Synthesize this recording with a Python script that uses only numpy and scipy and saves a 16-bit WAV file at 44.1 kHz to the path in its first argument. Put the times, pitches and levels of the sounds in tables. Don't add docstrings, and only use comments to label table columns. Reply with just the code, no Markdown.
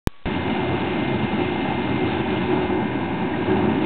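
import sys
import numpy as np
from scipy import signal
from scipy.io import wavfile
from scipy.ndimage import uniform_filter1d

SR = 44100
rng = np.random.default_rng(int(sys.argv[2]) if len(sys.argv) > 2 else 0)


def boost_factor(decibels):
    exponent = np.asarray(decibels, float) / 20
    return 10 ** exponent


def output_pcm(signal):
    pcm = np.clip(np.atleast_2d(signal).T, -1, 1) * 32767
    wavfile.write(sys.argv[1], SR, np.round(pcm).astype(np.int16))


N = 169785


def evened(x):
    return x / np.sqrt(np.mean(x ** 2) + 1e-20)


# time in seconds, draught level in dB, steam vent level in dB,
# share of the turbine's near side from 0 to 1.
ENGINE_MOVES = [(0.3, -25, -36, 0.5), (0.47, -24.5, -36, 0.7), (2.05, -24.5, -35.5, 0.8),
                (2.07, -26.5, -35, 0.8), (2.12, -23.5, -33.5, 0.3), (2.23, -25.5, -36.5, 0.3),
                (2.37, -25, -35, 0.4), (2.54, -22, -37, 0.4), (2.69, -26.5, -39, 0.7),
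                (2.7, -24, -40.5, 0.3), (3.07, -26.5, -41.5, 0.2), (3.41, -26.5, -40.5, 0),
                (3.43, -25.5, -38, 0.3), (3.53, -21, -38, 0.4), (3.73, -23.5, -40.5, 0.1),
                (3.84, -24, -36, 0.4)]


def control(column):
    rows = np.array(ENGINE_MOVES)
    return np.interp(np.arange(N) / SR, rows[:, 0], rows[:, column])


def wander(per_s):
    a = np.exp(-2 * np.pi * per_s / SR)
    return evened(signal.lfilter([1], [1, -2 * a, a * a], rng.standard_normal(N)))


def resonate(x, hz, width):
    turn = np.exp(2j * np.pi * hz * np.arange(len(x)) / SR)
    r = np.exp(-np.pi * width / SR)
    smooth = signal.lfilter([1], [1, -2 * r, r * r], x / turn)
    return evened((turn * smooth).real)


def rush(colour, patchy_db, flicker_db, size=1024):
    frames = 4 * N // size + 5
    hz = np.fft.rfftfreq(size, 1 / SR)
    real, imag, patches = rng.standard_normal((frames, len(hz), 3)).T
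    patches = uniform_filter1d(patches, size=6, axis=0)
    patches = evened(uniform_filter1d(patches, size=8, axis=1))
    flicker = evened(uniform_filter1d(rng.standard_normal(frames), size=3))
    f, db = np.transpose(colour)
    shape = np.interp(np.log(hz + 1), np.log(f + 1), db, -90, -90)[:, None]
    spectrum = (real + 1j * imag) * boost_factor(shape + patchy_db * patches + flicker_db * flicker)
    noise = signal.istft(spectrum, nperseg=size, noverlap=3 * size // 4)[1]
    return evened(noise[:N])


# frequency in Hz, level in dB per Hz.
ROAR_COLOUR = [(30, -52.5), (52, -24.5), (72, -10), (157, -6), (199, 0), (360, -1.5), (405, -16),
               (600, -45)]
# frequency in Hz, level in dB per Hz.
FLUE_COLOUR = [(220, -30), (380, -2.5), (408, -11.5), (465, -11.5), (614, -9.5), (704, -9.5), (871, -5.5),
               (1200, -21), (1400, -20.5), (1820, -51.5), (3080, -120)]
# frequency in Hz, width in Hz, level in dB.
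HOLLOW_SPACES = [(89.3, 15, -15), (127, 19, -11), (200.2, 14, -16), (309.4, 22, -14), (368, 20, -8),
                 (442.8, 22, -24.5), (620, 41, -19.5), (773, 46, -15.5), (860, 40, -19.5), (898, 20, -20.5)]


def firebox():
    roar = boost_factor(-0.5) * rush(ROAR_COLOUR, 0.78, 0.4, size=4096)
    flues = boost_factor(-6.0) * rush(FLUE_COLOUR, 1.1, 0.45, size=2048)
    body = roar + flues
    for hz, width, db in HOLLOW_SPACES:
        body = body + boost_factor(db) * resonate(rng.standard_normal(N), hz, width)
    draught_db = control(column=1) + 0.9 * wander(14.0)
    return boost_factor(draught_db) * body


# frequency in Hz, level in dB per Hz.
HISS_COLOUR = [(900, -31.5), (1200, -7.5), (1600, -7.5), (2200, -8.5), (2700, -2.5), (3300, -12),
               (3760, -6), (3990, -15.5)]


def vent():
    jet_db = control(column=2) + 0.87 * wander(150.0)
    jet = boost_factor(jet_db) * rush(HISS_COLOUR, 0.76, 0.8, size=256)
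    breath = resonate(rng.standard_normal(N), 1600, 600) * boost_factor(control(column=1) - 19.0)
    return jet + breath


SHAFT_ORDERS = [14, 21.21, 22, 23, 24, 25, 26, 27, 29, 30, 31, 33, 34, 35, 36, 38, 40, 41, 42, 53]
# near side level in dB, far side level in dB.
WHINE_SIDES = [(-49, -42), (-50.5, -49.5), (-52.5, -49.5), (-51, -44.5), (-56, -54), (-56, -54.5),
               (-49, -49), (-60, -61), (-62, -59.5), (-38.5, -46.5), (-55, -49), (-51.5, -50), (-59, -52.5),
               (-51, -52), (-60, -60), (-52, -52.5), (-58, -63), (-59.5, -59), (-51, -55), (-55.5, -57)]


def turbine():
    shaft_hz = 70.09
    turns = np.cumsum(shaft_hz * (1 + 0.0003 * wander(1.5))) / SR
    near = np.clip(control(column=3), 0, 1)
    whine = np.zeros(N)
    for order, (near_db, far_db) in zip(SHAFT_ORDERS, WHINE_SIDES):
        tone_db = far_db + (near_db - far_db) * near + 1.0 * wander(5.9)
        tone = np.sin(2 * np.pi * (order * turns + rng.random()))
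        whine += boost_factor(tone_db) * np.sqrt(2) * tone
    return whine


# start in seconds, frequency in Hz, level in dB,
# time to fall 60 dB in seconds.
PIPE_PINGS = [
    (2.255, 898, -21.5, .12),
    (2.485, 368, -17.5, 0.28),
    (2.535, 860, -20.5, 0.13),
    (2.810, 763, -20, .05),
    (2.973, 1614, -28, 0.045),
    (3.336, 1867, -19, .04),
    (3.500, 1614, -25, 0.16),
    (3.51, 372, -16, .4),
]


def pings():
    out, t = np.zeros(N), np.arange(N) / SR
    for start, hz, db, t60 in PIPE_PINGS:
        since = np.maximum(t - start, 0)
        soft_edge = 1 - np.exp(-since / 0.0034)
        out += boost_factor(db - 60 * since / t60) * soft_edge * np.sin(2 * np.pi * hz * since)
    return out


def scene():
    return (firebox() + vent() + turbine() + pings())[None]


def microphone(air):
    open_s, thump, thump_rise_s, thump_fall_s = 0.2569, 0.24, 0.0008, 0.0045
    t = np.arange(N) / SR
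    since = np.maximum(t - open_s, 0)
    settling = thump * (1 - np.exp(-since / thump_rise_s)) * np.exp(-since / thump_fall_s)
    return (t > open_s) * (air + settling)


def idle_electronics():
    idle_hz, idle_db, noise_db = 1130, -57.5, -52
    t = np.arange(N) / SR
    whine = boost_factor(idle_db + 2.5 * wander(74.0)) * np.sin(2 * np.pi * idle_hz * t)
    return whine + boost_factor(noise_db) * rng.standard_normal(N)


def converter(x):
    power_s, let_go_s = 0.0725, 0.0740
    pop, pop_step, pop_fall_s = -0.7, 0.32, 0.0014
    offset, step, smooth_hz = -0.0098, 0.0055, 3946
    slow = signal.resample_poly(x, 5, 28, window=("kaiser", 3), padtype="reflect") + offset
    after = np.arange(len(slow)) * 28 / 5 / SR - let_go_s
    slow = np.where(after < 0, pop, slow - pop_step * np.exp(-abs(after) / pop_fall_s))
    stepped = step * np.round(slow / step)
    taps = signal.firwin(2 * 16 * 28 + 1, smooth_hz, window=("kaiser", 9), fs=5 * SR)
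    coarse = signal.resample_poly(stepped, 28, 5, window=taps, padtype="reflect")[:N]
    return coarse * (np.arange(N) / SR > power_s)


def band_limit(x):
    return signal.sosfilt(signal.butter(12, 16300, fs=SR, output="sos"), x)


def record(dry):
    mix = converter(microphone(dry[0]) + idle_electronics())[None]
    return band_limit(mix)


dry = scene()
out = record(dry)
output_pcm(out)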